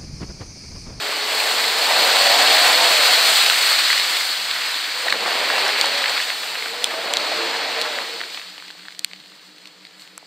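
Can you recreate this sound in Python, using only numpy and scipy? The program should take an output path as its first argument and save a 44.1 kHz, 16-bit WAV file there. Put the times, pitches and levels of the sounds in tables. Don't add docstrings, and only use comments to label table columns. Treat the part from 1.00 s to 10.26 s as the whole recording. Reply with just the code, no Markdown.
import sys
import numpy as np
from scipy import signal
from scipy.fft import rfft, irfft, next_fast_len
from scipy.io import wavfile
from scipy.ndimage import uniform_filter1d

SR = 44100
rng = np.random.default_rng(int(sys.argv[2]) if len(sys.argv) > 2 else 0)


def decibels_to_gain(level_db):
    exponent = np.asarray(level_db, float) / 20
    return 10 ** exponent


def store_pcm(level_fs):
    pcm = np.round(np.clip(level_fs, -1, 1) * 32767).astype(np.int16)
    wavfile.write(sys.argv[1], SR, np.atleast_2d(pcm).T)


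N = 408366
HZ = np.fft.rfftfreq(next_fast_len(N + SR // 2), 1 / SR)
MID_LOAD_DB = -40

# t/s, fan whine f/Hz, load level/dB, belt grip level/dB
ENGINE = [(0.0, 412.4, -40, 4), (0.62, 444.7, -37.5, 1), (0.85, 485.1, -36, -6), (1.0, 521.3, -33.5, -5),
          (1.3, 575, -36, 3), (1.42, 605, -30.5, -11), (1.6, 640, -37, 2.5), (1.85, 678.5, -34.5, 4.5),
          (2.02, 585, -40, 1.5), (2.24, 480, -38, -2), (2.84, 326, -47.5, 0), (3.9, 290, -51, -4),
          (4.2, 461.6, -36.5, -8), (4.5, 519.3, -35.5, -3), (4.8, 545, -39.5, -6), (5.0, 571, -38, 2.5),
          (5.35, 390.2, -48.5, -9), (5.72, 465.6, -43, 2), (5.95, 530, -38, -9), (6.12, 575, -36, -3),
          (6.33, 605, -37, 1), (6.5, 612, -35.5, -9), (6.68, 625, -38, -2), (6.85, 632, -38, 1.5),
          (7.0, 560, -38.5, -4), (7.17, 450, -46, 3), (7.45, 200, -58, 2), (7.7, 107.8, -64, 0.1)]
# t/s, churn level/dB, fineness of the spray/dB, depth of the slop/dB
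CHURN = [(0.0, -28.5, 0.5, 1), (0.35, -24, 2, 0.5), (0.8, -21, 1, -1.5), (1.3, -17, 0, -1),
         (1.7, -16.5, 1.5, 0), (2.0, -16.5, 1, -1), (2.3, -15.5, 3.5, 0.5), (2.55, -18.5, 3, 0.5),
         (2.93, -19, 0.5, 0.5), (3.25, -24, 2, -1), (3.65, -26, 1, 3), (4.0, -27.5, 0, 1),
         (4.8, -23.5, -2.5, 0.5), (5.18, -25, -0.5, 1.5), (5.38, -29.5, 1.5, 0), (5.93, -31, -1, 0),
         (6.4, -26.5, -5, -1.5), (6.8, -27.5, -4, -0.5), (7.05, -31, -2, -1.5), (7.3, -35, -1.5, -2),
         (7.7, -43.5, -1, -1), (8.13, -49, 0, 0.5), (8.45, -50, 0.5, 0.5), (8.8, -53.5, -1, 1.5)]
# f/Hz, level/dB
CAPSULE = [(60, -77), (130, -24.5), (300, -10), (500, -6), (700, -5), (1100, -2), (2000, 2)]
# f/Hz, level/dB
PORT = [(2900, 0.5), (3800, 1), (4400, 5), (4900, -2), (5400, -8.5), (6600, -11), (7900, -6.5),
        (9000, -13.5), (10700, -23.5), (11700, -16), (14000, -19), (15700, -21.5), (15900, -55)]


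def along(points):
    f, v = np.transpose(points)
    return np.interp(np.log(HZ + 1), np.log(f + 1), v)


def curves(rows):
    s, *cols = np.transpose(rows)
    return [np.interp(np.arange(N) / SR, s, c) for c in cols]


def filtered(x, response):
    m = 2 * len(HZ) - 2
    return irfft(rfft(x, m) * response, m)[..., :N]


def microphone_db():
    return along(CAPSULE + PORT)


def heard(x):
    m = 2 * len(HZ) - 2
    return x * np.sqrt(N * m / 2) / np.linalg.norm(rfft(x, m) * decibels_to_gain(microphone_db()))


def band(lo_hz, hi_hz):
    low, high = 1j * HZ / lo_hz, 1j * HZ / hi_hz
    rise = low ** 2 / (1 + np.sqrt(2) * low + low ** 2)
    fall = 1 / (1 + np.sqrt(2) * high + high ** 2)
    return (rise * fall) ** 2


def resonances(modes):
    total = 0
    for k, (hz, width, db) in enumerate(modes):
        total = total + (-1) ** k * decibels_to_gain(db) * 1j * HZ * width / (hz * hz - HZ ** 2 + 1j * HZ * width)
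    return total


def wobble(rate):
    knots = rng.standard_normal(int(N * rate / SR) + 2)
    return np.interp(np.arange(N) * rate / SR, np.arange(len(knots)), knots)


def droplets(hz, cycles, spread_db, count):
    u = rng.random((count, 2))
    f = hz * np.exp(0.41 * np.clip(rng.standard_normal((count, 1)), -1.3, 2.5))
    size = decibels_to_gain(-spread_db * np.log(u[:, 1:] + 0.03))
    k = np.arange(int(4 * max(cycles, 0.5) * SR / hz))
    ring = size * np.sin(2 * np.pi * f * k / SR) * np.exp(-k * f / SR / cycles)
    start = (u[:, :1] * N).astype(int)
    return np.bincount((start + k).ravel(), ring.ravel(), N)[:N]


def splash(edges, surge, drops, drop_db, patchy_db):
    z = signal.stft(rng.standard_normal(N + 512), nperseg=256)[2]
    field = rng.standard_normal(z.shape)
    field = uniform_filter1d(uniform_filter1d(field, 4, 0), 8, 1)
    rush = signal.istft(z * decibels_to_gain(patchy_db * field / field.std()), nperseg=256)[1][:N]
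    water = rush / rush.std() + decibels_to_gain(drop_db) * drops / drops.std()
    return heard(decibels_to_gain(surge) * filtered(water, edges))


def churn():
    churn_db, fine_db, _ = curves(CHURN)
    late = np.arange(N) / SR - 9.01
    rise_s, fall_s = 0.023, 0.046
    slide_db = 9 * np.exp(np.minimum(late / rise_s, -late / fall_s))
    return churn_db + slide_db, fine_db + 0.83 * slide_db


def mud():
    # f/Hz, width/Hz, level/dB
    arch = [(700, 97, -29)]
    churn_db, fine_db = churn()
    load, stir = curves(ENGINE)[1] - MID_LOAD_DB, churn_db + 25
    wallow_db = -32 + 0.76 * load + 0.54 * stir
    slosh_db = -25 + 0.13 * load + 0.92 * stir - 0.41 * fine_db + curves(CHURN)[2]
    spray_db = churn_db + 1.28
    mist_db = churn_db - 9 + 0.95 * fine_db
    trickle_db = -39.5 + 0.54 * stir

    surge = 1.2 * wobble(3.9) + 2.4 * wobble(9) + 1.2 * wobble(20) + 2.0 * wobble(80)
    lumps = 6 * np.tanh(surge / 6)
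    clods = droplets(hz=1520, cycles=0.48, spread_db=1.8, count=2500)
    spatter = droplets(hz=4500, cycles=1.0, spread_db=4, count=6000)

    hollow = band(504, 868) * band(380, 20000) * (1 + resonances(arch))
    wallow = splash(hollow, 0.3 * lumps, clods, drop_db=-20, patchy_db=1.8)
    slosh = splash(band(787, 3700), 0.32 * lumps, clods + 1.23 * spatter, drop_db=-10.5, patchy_db=1.3)
    spray = splash(band(3030, 6370), 0.2 * lumps, spatter + 0.45 * clods, drop_db=-7.0, patchy_db=1.16)
    mist = splash(band(7160, 17200), 0.45 * lumps, spatter, drop_db=-4.5, patchy_db=0.2)
    trickle = splash(band(5200, 6800), 0.5 * lumps, spatter, drop_db=-10, patchy_db=2)
    deep = decibels_to_gain(wallow_db) * wallow + decibels_to_gain(slosh_db) * slosh
    return deep + decibels_to_gain(spray_db) * spray + decibels_to_gain(mist_db) * mist + decibels_to_gain(trickle_db) * trickle


def firings(rate, sizes_db, scatter_db):
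    count = np.cumsum(rate / SR)
    at = np.flatnonzero(np.diff(np.floor(count))) + 1
    size_db = np.take(sizes_db, count[at].astype(int), mode="wrap")
    pulses = np.zeros(N)
    pulses[at] = decibels_to_gain(size_db + scatter_db * rng.standard_normal(len(at)))
    return pulses / np.sqrt(rate), count


def exhaust(whine_hz, load):
    # f/Hz, width/Hz, level/dB
    pipe = [(200, 110, -0.5), (342, 73, 0.5), (450, 58, 1.5), (757, 75, -6.5)]
    cylinders = [-2, 5.5, -26, -6, 0, -25, -4.5, -31]
    t = np.arange(N) / SR
    fan_ratio = 8.72
    pulses, count = firings(4 * whine_hz / fan_ratio, cylinders, scatter_db=5.0)
    gas = 1.3 * rng.standard_normal(N) * (1 + np.cos(2 * np.pi * count)) / np.sqrt(SR)
    throb = heard(filtered(decibels_to_gain(-0.6 * t) * pulses + gas, resonances(pipe) * band(110, 980)))

    boom = decibels_to_gain(-1 - 2.2 * t + 3 * wobble(9)) * np.sin(2 * np.pi * count + 0.5 * wobble(30))
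    drone = heard(filtered(gas, resonances([(458.7, 24, 0)]) ** 2))
    drone = decibels_to_gain(-14 + 0.4 * load + 3.5 * wobble(8)) * drone
    return decibels_to_gain(0.87 * load - 42.5) * (throb + boom + drone)


def belts(whine_hz, load, grip_db):
    # pitch over the fan's, level/dB
    pulley_tones = [(0.74, -14), (1.15, -7), (1.27, -9)]
    # f/Hz, width/Hz, level/dB
    bonnet = [(485, 28, 1), (590, 56, 2.5), (765, 85, 0.5)]
    whine_db = -45.5 + grip_db + 5.5 * np.log2(whine_hz / 500) + 0.75 * load
    whine_db = whine_db - 0.39 * np.arange(N) / SR
    turn = 2 * np.pi * np.cumsum(whine_hz * (1 + 0.012 * wobble(40) + 0.006 * wobble(6))) / SR
    whine = decibels_to_gain(3.2 * wobble(17) + wobble(7) + 2.5) * heard(np.sin(turn))
    for ratio, db in pulley_tones:
        whine += decibels_to_gain(db - 2 + 4 * wobble(7)) * heard(np.sin(ratio * turn + 1.5 * wobble(25)))
    panels = 1 + sum(np.abs(resonances([panel])) for panel in bonnet)
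    return filtered(decibels_to_gain(whine_db - 4.5) * whine, panels)


def engine():
    whine_hz, load_db, grip_db = curves(ENGINE)
    load = load_db - MID_LOAD_DB
    return exhaust(whine_hz, load) + belts(whine_hz, load, grip_db)


def slaps():
    # t/s, peak level/dB, f/Hz
    splats = [(0.402, -8, 4080), (2.462, 2.5, 4270), (2.498, 5, 4300), (2.901, -2.5, 1960),
              (2.928, -3, 2360), (2.997, 0, 4470), (3.505, -9, 4100), (3.511, -6, 3340), (3.742, -11, 4000),
              (3.842, -9, 4280), (3.904, -19, 3920), (4.066, -7.5, 870), (4.103, -2, 4170),
              (4.14, -12, 905), (4.155, -13, 700), (4.206, -10, 4500), (4.267, -12, 4185),
              (4.297, -20, 4200), (4.316, -14, 1200), (2.717, -13, 4330), (2.976, -14, 4330),
              (3.168, -6, 4050), (3.209, -11, 2164), (3.562, -14, 1510), (4.663, -7.5, 1600),
              (4.69, -5, 2130), (4.697, -6, 920), (4.772, -15, 2203), (5.177, -8.5, 2317),
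              (5.432, -12.5, 2060), (4.082, -5.5, 1900), (4.097, -8, 4470), (4.124, 0.5, 2230),
              (4.259, -7, 730), (4.278, -5.5, 780), (4.5, -8, 1640), (4.524, -15, 996), (4.841, -5.5, 970),
              (4.977, -3.5, 4300), (5.04, -4.5, 2068), (5.057, -6.5, 2050), (5.095, -4, 4480),
              (5.201, -7.5, 2263), (5.301, -7.5, 2100), (5.553, -14, 1813), (5.623, -12.5, 2264),
              (5.658, -12.5, 1540), (5.938, -10, 650)]
    # t/s, peak level/dB, f/Hz
    wheel_lumps = [(6.986, -6, 1943), (7.138, -17, 3560), (7.174, -23, 2077), (7.205, -11, 1940),
                   (7.213, -7.5, 2100), (7.236, -13, 1780), (7.298, -26, 2467), (7.345, -12, 2380),
                   (7.373, -13, 1720), (7.376, -16, 2500), (7.196, -21, 4400), (7.127, -20, 4400),
                   (7.75, -30, 700), (7.396, -17, 2670), (7.415, -19, 3100), (7.463, -28, 2080),
                   (7.54, -27, 3160), (7.579, -19, 3470), (7.58, -27, 650), (7.6, -22, 2390),
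                   (7.623, -19.5, 1790), (7.681, -18, 3900), (7.693, -28, 2720), (7.703, -22, 1675),
                   (7.743, -36, 2180), (7.765, -34, 3190), (7.779, -26, 3080), (7.794, -26, 1940),
                   (7.852, -24, 1870), (7.883, -15.5, 1830), (7.906, -24, 2400), (8.133, -15.5, 3150),
                   (7.648, -27, 1800), (7.832, -30, 2280), (8.209, -36.5, 1490), (8.319, -33, 1500),
                   (9.075, -26, 2960), (9.178, -22, 1410)]
    # t/s, peak level/dB, f/Hz
    drips = [(7.7074, -21, 4500), (7.721, -31, 4400), (7.8074, -32, 4300), (7.8584, -28, 4220),
             (7.9224, -26, 4240), (7.9478, -28, 4040), (8.1125, -29, 2400), (8.1604, -28, 4270),
             (8.2003, -25.5, 4380), (8.2382, -36, 3980), (8.2581, -25, 4360), (8.2704, -29, 4300),
             (8.2985, -30, 4240), (8.3944, -36, 3910), (8.4644, -32, 4400), (8.5819, -27, 4390),
             (8.6168, -31, 4330), (8.6552, -22, 4270), (8.6722, -21.5, 4450), (8.6804, -33, 4440),
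             (8.808, -36, 4110), (8.8504, -27, 3680), (8.8672, -29, 3980), (8.9087, -33, 4310),
             (8.995, -28, 4260), (9.0197, -31, 4820)]
    # t/s, peak level/dB, f/Hz
    grit = [(7.0674, -31, 7970), (7.1264, -33, 8370), (7.1384, -32, 8410), (7.1774, -34, 8030),
            (7.2045, -29, 7400), (7.2394, -37, 8020), (7.3024, -29, 8370), (7.3143, -32, 7930),
            (7.3971, -38, 7900), (7.4254, -36, 7800), (7.4994, -28, 8050), (7.5797, -37, 7890),
            (7.6814, -38, 7680), (7.7747, -36, 8030), (8.0895, -40, 8170), (8.2003, -42, 7970),
            (8.2574, -42, 7980), (8.2801, -34, 8060), (8.3958, -42, 8080), (8.7226, -40, 7560),
            (8.777, -44, 7880), (8.8493, -48, 8460), (8.98, -37, 7520), (9.1524, -42, 7490)]
    # level/dB, thud level/dB, snap level/dB, 60 dB decay/s, breadth of pitch
    splat = (0.3, -20, -30, 0.015, 1.9)
    lump = (-0.5, -14, -32, 0.006, 2.3)
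    drip = (1.5, -24, -28, 0.011, 1.6)
    fleck = (-1.5, -40, -40, -1, 1.5)
    kinds = [(splats, splat), (wheel_lumps, lump), (drips, drip), (grit, fleck)]
    blows = [(*row, *kind) for rows, kind in kinds for row in rows]

    out, t, mic_db = np.zeros(N + SR), np.arange(SR // 25) / SR, microphone_db()
    gain = lambda hz: decibels_to_gain(-np.interp(hz, HZ, mic_db))
    bright = signal.butter(2, 4800, "high", fs=SR)
    for s, db, hz, kind_db, thud_db, snap_db, t60, breadth in blows:
        fade = decibels_to_gain(-60 * t / max(t60, 0.003))
        shock = fade * rng.standard_normal((2, len(t)))
        breadth = max(breadth, 1.1)
        edges = [hz / breadth ** 1.36, min(hz * breadth ** 0.66, 18000)]
        body = signal.butter(2, edges, "band", fs=SR)
        blow = 0.3 * fade * np.sin(2 * np.pi * hz * t) + 4 * (t == 0)
        ring = signal.lfilter(*body, shock[0] + blow)
        ring = ring / np.abs(ring).max() * gain(hz)
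        thud = decibels_to_gain(thud_db - 60 * t / 0.0056) * np.sin(2 * np.pi * 760 * t) * gain(770.0)
        snap = decibels_to_gain(1.2 * snap_db + 25.0) * signal.lfilter(*bright, shock[1])
        soft_db = min(0, 5.5 * np.log2(hz / 1800))
        out[round((s + 0.0008) * SR):][:len(t)] += decibels_to_gain(db + kind_db + soft_db) * (ring + snap + thud)
    return out[:N]


def cracks():
    # t/s, peak level/dB, lowest f/Hz, ring f/Hz, highest f/Hz, jolt level/dB
    flecks = [(4.6797, -10, 2600, 5500, 9000, -68), (4.8112, 2, 2600, 4460, 6040, -46),
              (4.8575, -9, 3000, 5150, 8000, -75), (5.8415, 3, 2520, 3500, 7950, -50),
              (6.1365, -2.5, 2404, 3380, 6000, -56), (6.1355, -10, 6000, 7560, 8500, -90),
              (6.1691, -2, 2600, 3900, 5200, -53), (6.8132, -5, 2200, 4070, 5200, -66),
              (6.8150, -19, 9000, 10600, 12000, -90), (6.82, -10, 2600, 4300, 5200, -90),
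              (7.992, -9.5, 2020, 4630, 9900, -85), (8.045, -1, 1950, 4300, 8800, -85),
              (9.177, -21.5, 6010, 7660, 10000, -90), (9.227, -35, 350, 800, 1500, -71)]
    crack_t60_s, shell_t60_s, jolt_s = 0.0054, 0.0062, 0.002
    out, t = np.zeros((2, N + SR)), np.arange(SR // 20) / SR
    for s, db, low_hz, ring_hz, top_hz, jolt_db in flecks:
        burst = decibels_to_gain(-60 * t / crack_t60_s) * rng.standard_normal((2, len(t)))
        burst[0, 0] = 2
        burst = signal.lfilter(*signal.butter(3, top_hz, fs=SR), burst)
        burst[0] += decibels_to_gain(-2 - 60 * t / shell_t60_s) * np.sin(2 * np.pi * ring_hz * t)
        burst = signal.lfilter(*signal.butter(4, low_hz, "high", fs=SR), burst)
        pair = burst[0] + 0.27 * burst[1] * np.array([[1], [-1]])
        crack = decibels_to_gain(db) * pair / np.abs(burst[0]).max()
        jolt = decibels_to_gain(jolt_db) * t / jolt_s * np.exp(1 - t / jolt_s)
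        out[:, round((s + 0.0011) * SR):][:, :len(t)] += crack + jolt
    return out[:, :N]


def buzzes():
    # middle t/s, length t/s, f/Hz, level/dB
    panels = [(0.75, 0.27, 453, -37.5), (1.181, 0.24, 765, -28.5), (1.252, 0.28, 682, -29),
              (1.46, 0.22, 744, -27.5), (1.59, .1, 716, -24), (1.53, 0.26, 808, -30),
              (1.72, .15, 1025, -32), (1.78, 0.17, 503, -31), (1.819, 0.066, 904, -29),
              (2.219, 0.28, 778, -32), (2.301, 0.088, 655, -29), (4.05, 0.19, 505, -40),
              (4.45, 0.18, 416, -38), (4.451, 0.13, 610, -39), (4.681, 0.21, 401, -38.5),
              (4.748, .18, 303, -48), (6.02, .35, 654, -38.5), (6.05, 0.27, 464, -42.5),
              (6.4, 0.34, 448, -36.5), (6.42, 0.28, 339, -40), (6.621, 0.19, 767.7, -44),
              (6.75, 0.3, 465, -36.5), (2.13, 0.25, 760, -36), (2.45, .12, 824, -36),
              (2.852, .25, 310, -50), (4.929, .2, 561, -38), (4.2, 0.22, 205, -53), (7.11, .14, 461, -42)]
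    t, mic_db = np.arange(N) / SR, microphone_db()
    waver = np.cumsum(0.014 * wobble(30)) / SR
    rough = decibels_to_gain(4.5 * wobble(22) - 3)
    climb = 0.14
    out = np.zeros(N)
    for s, length, hz, db in panels:
        near = np.abs(t - s) < length * 0.75
        late = t[near] - s
        swell = np.cos(np.pi * late / (1.5 * length)) * rough[near]
        tone = np.sin(2 * np.pi * hz * (late + climb * late ** 2 / 2 + waver[near]))
        out[near] += decibels_to_gain(db - np.interp(hz, HZ, mic_db)) * swell * tone
    return np.sqrt(2) * out


def tick_over():
    # multiple of the crank's turning rate, level/dB
    orders = [(12, -13), (12.5, -18), (13.5, -15), (14, -8), (14.5, -11), (15, -1), (15.5, -5), (16, -12),
              (16.5, -11), (20, -12), (22, -12), (24, -8), (24.5, -7), (25, -1), (25.5, -5), (26, -9),
              (27, -10), (32.5, -13), (33, -10)]
    crank = 2 * np.pi * np.cumsum(12.24 * (1 + 0.002 * wobble(3))) / SR
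    hum = np.zeros(N)
    for k, db in orders:
        hum += decibels_to_gain(db + 1 + 3.5 * wobble(14)) * np.sin(k * crank + 2 * np.pi * rng.random())
    duck_db = np.maximum(-3.5, -0.2 * (curves(ENGINE)[1] - ENGINE[-1][2]))
    return decibels_to_gain(-62.5 + duck_db) * hum * decibels_to_gain([[-1], [1]])


def air():
    # f/Hz, level/dB per Hz
    still_air = [(25, -25), (110, -17), (250, -11), (340, -13), (460, 0), (900, -2), (2000, -20),
                 (5000, -60)]
    # f/Hz, level/dB per Hz
    soil = [(20, -3), (60, -3), (120, 2), (160, -6), (250, -60)]
    both, apart = filtered(rng.standard_normal((2, N)), decibels_to_gain(along(still_air)))
    shake = filtered(rng.standard_normal(N), decibels_to_gain(along(soil))) * decibels_to_gain(2.4 * wobble(22.9))
    stir = decibels_to_gain(-63) * np.array([both + 0.35 * apart, both - 0.35 * apart]) / both.std()
    return stir + decibels_to_gain(churn()[0] - 50.0) * shake / shake.std()


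def scene():
    # f/Hz, likeness
    alike = [(60, 0.94), (130, 0.94), (290, 0.96), (640, 0.985), (1410, 0.97), (3100, 0.94), (6820, 0.86),
             (15000, 1.0)]
    # f/Hz, phase/rad
    lead = [(0, 0), (690, 0.2), (2670, -0.0), (3450, 0.3), (5170, -0.1), (5680, 0.3), (6290, -0.3),
            (8100, -0.3), (9560, 0.0), (16200, 0.0)]
    # f/Hz, level/dB
    lean = [(60, -.5), (130, -1), (260, -2), (500, -3.5), (1000, -0.3), (2000, -1.1), (4400, 0.5),
            (8000, 0), (10000, -4)]
    near = mud() + engine() + slaps() + buzzes()
    t = np.arange(SR // 5) / SR
    trunks = rng.standard_normal(len(t)) * decibels_to_gain(-60 * t / 0.14)
    scatter = signal.fftconvolve(near, trunks / np.linalg.norm(trunks))[:N]
    apart = HZ < 10000
    turn = apart * 0.92 * np.arccos(np.clip(along(alike), 0, 1)) / 2
    half = decibels_to_gain(apart * along(lean) / 2) * np.exp(0.5j * apart * along(lead))
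    direct = filtered(near, np.cos(turn) * np.array([half, 1 / half]))
    return direct + filtered(scatter, np.sin(turn) * np.array([[1], [-1]]))


def microphone():
    c = irfft(np.log(np.maximum(decibels_to_gain(microphone_db()), 1e-6)))
    c[1:len(c) // 2] *= 2
    c[len(c) // 2 + 1:] = 0
    return np.exp(rfft(c))


def low_pass(x):
    return signal.sosfilt(signal.butter(12, 16610, fs=SR, output="sos"), x)


def record(dry):
    x = filtered(dry, microphone())
    squashed = x / (1 + np.abs(x / 1.05) ** 6) ** (1 / 6)
    x = filtered(squashed, band(90, 60000)) + air() + tick_over() + cracks()
    treble_limit = np.clip((16700 - HZ) / 900, 0, 1)
    mix = filtered(np.clip(x, -1, 1), treble_limit)
    return low_pass(mix)


dry = scene()
out = record(dry)
store_pcm(out)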